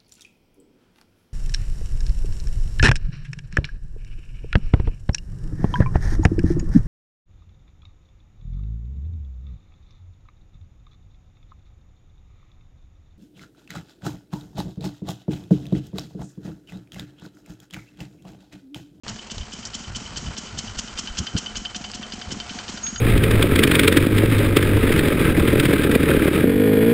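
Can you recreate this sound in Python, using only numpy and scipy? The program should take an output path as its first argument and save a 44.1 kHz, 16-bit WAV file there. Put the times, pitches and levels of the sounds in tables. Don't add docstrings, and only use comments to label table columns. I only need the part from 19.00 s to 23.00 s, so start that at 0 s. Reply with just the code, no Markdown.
import sys
import numpy as np
from scipy import signal
from scipy.fft import rfft, irfft
from scipy.io import wavfile

SR = 44100
rng = np.random.default_rng(int(sys.argv[2]) if len(sys.argv) > 2 else 0)


def to_wav(sig):
    pcm = np.clip(np.atleast_2d(sig), -1, 1) * 32767
    pcm = np.round(pcm).astype(np.int16)
    wavfile.write(sys.argv[1], SR, pcm.T)


N = 176400
T = np.arange(N) / SR


def from_db(db):
    return 10 ** (np.asarray(db) / 20)


def rms_one(x):
    return x / np.sqrt(np.mean(x ** 2) + 1e-20)


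def level(curve):
    return from_db(np.interp(T, *np.transpose(curve)))


def noise(spectrum, ratio=1, grains_per_s=None):
    hz, db = np.transpose(spectrum)
    x = rng.standard_normal(N)
    if grains_per_s:
        x = x * (rng.random(N) < grains_per_s / SR)
    bins_hz = np.arange(N // 2 + 1) * SR / N + 1
    eq = from_db(np.interp(np.log(bins_hz), np.log(hz * ratio), db))
    return rms_one(irfft(rfft(x) * eq, N))


def resonant_noise(hz, width_hz):
    r = np.exp(-np.pi * width_hz / SR)
    stage = [1, 0, -1, 1, -2 * r * np.cos(2 * np.pi * hz / SR), r * r]
    return rms_one(signal.sosfilt([stage, stage], rng.standard_normal(N)))


def drift(rate_hz):
    lowpass = signal.butter(2, rate_hz, fs=SR, output="sos")
    return rms_one(signal.sosfilt(lowpass, rng.standard_normal(N + SR))[SR:])


def wavering_tone(hz, width_hz, rate_hz):
    return np.sin(2 * np.pi * np.cumsum(hz + width_hz / 2 * drift(rate_hz)) / SR)


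def swell(s, rise, fall=None):
    width = np.where(T < s, rise, fall or rise)
    return np.exp(-.5 * np.minimum(((T - s) / width) ** 2, 100))


def decay(s, length):
    return (T >= s) * np.exp(-np.minimum(np.abs(T - s) / length, 40))


def clicks(times, gains):
    out = np.zeros(N + SR)
    np.add.at(out, (times * SR).astype(int), gains)
    return out[:N]


def ring(force, hz, t60):
    r, w = np.exp(-np.log(1000) / (t60 * SR)), 2 * np.pi * hz / SR
    return signal.lfilter([0, np.sin(w)], [1, -2 * r * np.cos(w), r * r], force + 1e-18)


# frequency in Hz, relative level in dB.
WIND_EQ = [(15,-16),(40,2),(80,0.5),(120,-1.5),(200,-14),(400,-28),(900,-41.5),(3000,-64.5)]
# peak time in seconds, half-width in seconds, level in dB, brightness as a frequency ratio.
BUFFETS = [(0.117,0.022,-35.5,1.3),(.405,0.029,-31,0.79),(0.7,.015,-44,1.1),(0.908,0.022,-34,1.06),(0.957,0.03,-36.5,1.02),(1.196,0.071,-37,1.32),(1.285,0.026,-29,1.2),(1.567,0.029,-33.5,1.24),(1.694,.03,-36,0.87),(1.78,.02,-36.5,0.67),(1.949,.02,-38,0.71),(2.123,0.018,-29.5,0.36),(2.21,0.014,-23.5,1.5),(2.359,0.01,-21,1.96),(2.596,0.045,-41.5,0.61),(2.967,0.032,-45,0.66),(3.283,0.0073,-27.5,1),(3.338,0.027,-33.5,1.8),(3.98,0.018,-38,0.87)]


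def wind(breeze_db=-50.5):
    buffets = sum(from_db(db) * swell(s, half) * noise(WIND_EQ, ratio) for s, half, db, ratio in BUFFETS)
    return buffets + from_db(breeze_db) * noise(WIND_EQ)


# time in seconds, level in dB.
HUM_LEVEL = [(0,-65.5),(2.4,-58.5),(2.8,-49.5),(3.1,-52.5),(3.52,-47.5),(3.75,-57)]


def hum(flutter_db=4):
    flutter = from_db(flutter_db * drift(14))
    return level(HUM_LEVEL) * flutter * wavering_tone(hz=716.4, width_hz=18.7, rate_hz=20)


# frequency in Hz, relative level in dB.
ROLLING_EQ = [(25,-3),(60,5),(110,2.5),(220,-2),(350,0),(550,-3),(900,-1.5),(1400,-5.5),(2100,-4.5),(2700,-5.5),(3050,-3),(3600,-9),(4600,-5.5),(5500,-7.5),(7300,-10.5),(8600,-13.5)]
# time in seconds, level in dB.
ROLLING_LEVEL = [(0,-41.5),(.5,-43),(1.2,-41),(2,-41),(2.7,-43),(3.4,-39.5),(3.7,-38),(4,-44.5)]


def rolling(rough_db=2.28):
    return level(ROLLING_LEVEL) * noise(ROLLING_EQ) * from_db(rough_db * drift(60))


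# frequency in Hz, relative level in dB.
RATTLE_EQ = [(300,-5),(700,-0.5),(1100,-1),(1400,2),(1900,-4.5),(3000,-19),(8000,-33.5)]


def rattle_noise(rough_db=3):
    return rms_one(noise(RATTLE_EQ) * from_db(rough_db * drift(250)))


# peak time in seconds, half-width in seconds, level in dB.
SCUFFS = [(0.066,.003,-38),(0.096,0.019,-41),(0.27,0.005,-61),(.382,0.0011,-37),(0.479,0.0057,-51),(0.664,0.0098,-42),(0.91,.008,-50),(1.123,0.012,-46),(1.319,0.0093,-40),(2.212,0.015,-45),(3.048,0.023,-41.5),(3.35,0.011,-47)]
# start in seconds, level in dB, centre in Hz, decay in seconds.
CLINKS = [(.081,-25.5,4550,.002),(.381,-29,3800,0.0033),(0.652,-25.5,5400,0.008),(.671,-32,5960,0.0051),(2.916,-23.5,5100,0.00067)]


def loose_parts():
    scuffs = sum(from_db(db) * swell(s, half) for s, half, db in SCUFFS) * rattle_noise()
    return scuffs + sum(from_db(db) * decay(s, length) * resonant_noise(hz, width_hz=2500)
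                        for s, db, hz, length in CLINKS)


# peak time in seconds, half-width in seconds, pitch in Hz, level in dB.
SQUEALS = [(2.567,0.0057,6520,-36),(2.91,0.024,7800,-59),(2.902,0.028,8450,-61),(3.845,0.0071,6600,-23.5),(3.873,0.018,6570,-27),(3.9,0.018,6580,-45),(3.95,0.014,6620,-37.5),(3.985,0.0053,6650,-30),(4.0,0.0049,6516,-33)]


def wheel_squeal(wander_hz=6.9):
    wander = wander_hz * np.cumsum(drift(60)) / SR
    return np.sqrt(2) * sum(from_db(db) * swell(s, half) * np.sin(2 * np.pi * (hz * T + wander))
                            for s, half, hz, db in SQUEALS)


# start in seconds, then relative levels in dB of first knock, second knock and spit.
CYCLES = [(0.077,-39.5,-36,-28.5),(.300,-35.5,-37.5,-29),(.519,-38.5,-38,-31),(.734,-35.5,-43,-25.5),(0.948,-36,-36,-25.5),(1.159,-35,-34,-25),(1.367,-36.5,-40,-27),(1.573,-39.5,-36.5,-24),(1.775,-41,-37.5,-21.5),(1.975,-33,-28,-22.5),(2.171,-33,-27,-21.5),(2.365,-30.5,-28,-21.5),(2.555,-30,-27.5,-26),(2.746,-31.5,-28,-28),(2.935,-31,-29,-28.5),(3.121,-31,-30,-35),(3.307,-35,-32,-27.5),(3.494,-34.5,-32,-38),(3.680,-36,-35.5,-31),(3.866,-34.5,-36.5,-38)]
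LAST_CYCLE_S = .186


def cycle_times(share):
    starts = np.array(CYCLES)[:, 0]
    return starts + share * np.append(np.diff(starts), LAST_CYCLE_S)


# time in seconds, level in dB.
VALVE_RING_LEVEL = [(0,-76),(.8,-50.5),(1.2,-51.5),(2.4,-47.5),(3,-57.5),(4,-46.5)]


def valves(rattle_db=-48.5, half_width_s=0.0069):
    bursts = from_db(rattle_db) * sum(swell(s, half_width_s) for s in cycle_times(0.826))
    return bursts * rattle_noise() + level(VALVE_RING_LEVEL) * resonant_noise(hz=1380, width_hz=380)


# position as a share of the cycle, accent in dB.
PUFFS = [(0.078,1),(0.323,1)]
# time in seconds, gain in dB.
PUFF_DRIVE = [(0,10),(1,12.5),(2.7,13),(3.2,14),(4,16)]
# pitch in Hz, gain in dB, time to fade 60 dB in seconds.
PIPE_MODES = [(55,-63,0.094),(133,-60,0.066),(225,-58.5,0.2)]


def exhaust(scatter_db=1, silencer_hz=(165, 254.6), drone_db=-49):
    puffs = sum(clicks(cycle_times(share), from_db(db + scatter_db * rng.standard_normal(len(CYCLES))))
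                for share, db in PUFFS)
    force = level(PUFF_DRIVE) * puffs
    thumps = signal.sosfilt(signal.butter(2, silencer_hz, "band", fs=SR, output="sos"), force + 1e-18)
    pipe = sum(from_db(db) * ring(force, hz, t60) for hz, db, t60 in PIPE_MODES)
    return thumps + pipe + from_db(drone_db) * resonant_noise(hz=215.3, width_hz=34)


# frequency in Hz, relative level in dB.
HISS_EQ = [(1000,-22.5),(2300,-12),(3050,9.5),(3700,-7),(4600,-0.5),(5700,7),(7200,5.5),(8500,-14)]


def crackle(db=-56.5):
    return from_db(db) * noise(HISS_EQ, grains_per_s=90)


# time in seconds, level in dB.
HISS_LEVEL = [(0,-49.5),(.8,-43.5),(2.4,-42),(3.2,-49.5),(3.7,-41.5),(4,-43.5)]


def gas_hiss():
    trails = sum(swell(s, 0.26 * LAST_CYCLE_S) for s in cycle_times(0.33))
    return trails * level(HISS_LEVEL) * noise(HISS_EQ)


# frequency in Hz, relative level in dB.
SPIT_EQ = [(300,-21.5),(1000,-12.5),(1700,-10),(2300,-14),(3150,2.5),(3750,-9),(4250,0),(4800,-2.5),(5450,3),(6000,-1),(6650,0.5),(7400,-2),(8200,-9),(9000,-4.5)]


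def gas_spit(delay_s=0.017, rise_s=0.0058, fall_s=0.0059, trim_db=0.5, rough_db=1.5, grain_db=-5):
    bursts = sum(from_db(db + trim_db) * swell(s + delay_s, rise_s, fall_s) for s, _, _, db in CYCLES)
    rush = noise(SPIT_EQ) * from_db(rough_db * drift(500))
    grains = from_db(grain_db) * noise(SPIT_EQ, grains_per_s=2500)
    return bursts * rms_one(rush + grains)


# time in seconds, gain in dB.
CASING_LEVEL = [(0,1.5),(2.8,-3),(3.3,-6),(3.6,-20),(4,-17)]


def casing_ring(times, gains, hz=3047, width_hz=106.7, flutter_db=4, tail_db=-7.5):
    delay_s, bloom_s, tail_s = 0.0084, 0.0032, 0.041
    blooms = sum(g * swell(s + delay_s, bloom_s) * (T >= s) for s, g in zip(times, gains))
    tone = rms_one(wavering_tone(hz, width_hz, rate_hz=153.4) * from_db(flutter_db * drift(250)))
    tails = from_db(tail_db) * sum(g * decay(s, tail_s) for s, g in zip(times, gains))
    return level(CASING_LEVEL) * (blooms * tone + tails * resonant_noise(hz, width_hz))


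# pitch in Hz, relative level in dB, time to fade 60 dB in seconds.
BLOCK_MODES = [(1403,-14.5,0.018),(1596,-9.5,0.014),(1980,-16,0.0099),(2250,-18,0.017),(2780,-4.5,0.008),(3054,-11.5,0.071),(3073,-18.5,0.064),(3300,-12,0.011),(3602,-12.5,0.03),(4170,-11,0.013),(4680,-12,0.025),(4836,-7.5,.018),(6000,-8.5,0.016)]
# time in seconds, first and second knock's extra gain in dB.
HARDNESS = [(0,-2.5,-5),(1.299,2,-3.5),(1.699,2,-0.5),(2.2,4.5,-1.5),(2.999,0,-2),(3.5,6.5,4),(4,6,8)]


def knocks(trim_db=5.5, scatter_db=2, band_hz=(1000, 5500)):
    chatter_per_s, chatter_db, chatter_s = 2500, -7.5, 0.0062
    first, second = cycle_times(0), cycle_times(.5)
    times = np.concatenate([first, second])
    gains = from_db(np.array(CYCLES)[:, 1:3].T.ravel())
    at, first_db, second_db = np.transpose(HARDNESS)
    hits = gains * from_db(np.append(np.interp(first, at, first_db), np.interp(second, at, second_db)))
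    chatter = from_db(chatter_db) * sum(g * decay(s, chatter_s) for s, g in zip(times, hits))
    chatter *= rng.random(N) < chatter_per_s / SR
    block = 0
    for k, (hz, db, t60) in enumerate(BLOCK_MODES):
        blows = (-1) ** k * clicks(times, hits * from_db(scatter_db * rng.standard_normal(len(times))))
        block += from_db(db + trim_db) * ring(blows + chatter * rng.standard_normal(N), hz, t60)
    block = signal.sosfilt(signal.butter(2, band_hz, "band", fs=SR, output="sos"), block)
    return block + casing_ring(times, gains)


# delay in seconds, gain in dB.
ECHOES = [(0.012,-16),(0.03,-30),(0.045,-22)]


def scene():
    bed = wind() + hum() + rolling() + loose_parts() + crackle()
    clatter = gas_hiss() + gas_spit() + knocks()
    echoes = sum(from_db(db) * np.interp(T - delay, T, clatter, left=0) for delay, db in ECHOES)
    return (bed + wheel_squeal() + valves() + exhaust() + clatter + echoes)[None]


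def record(dry, start_s=.035, edge_hz=8200, stop_hz=9300):
    soft = signal.sosfilt(signal.butter(10, edge_hz, fs=SR, output="sos"), dry * (T >= start_s))
    return signal.sosfilt(signal.cheby2(16, 65, stop_hz, fs=SR, output="sos"), soft)


dry = scene()
out = record(dry)
to_wav(out)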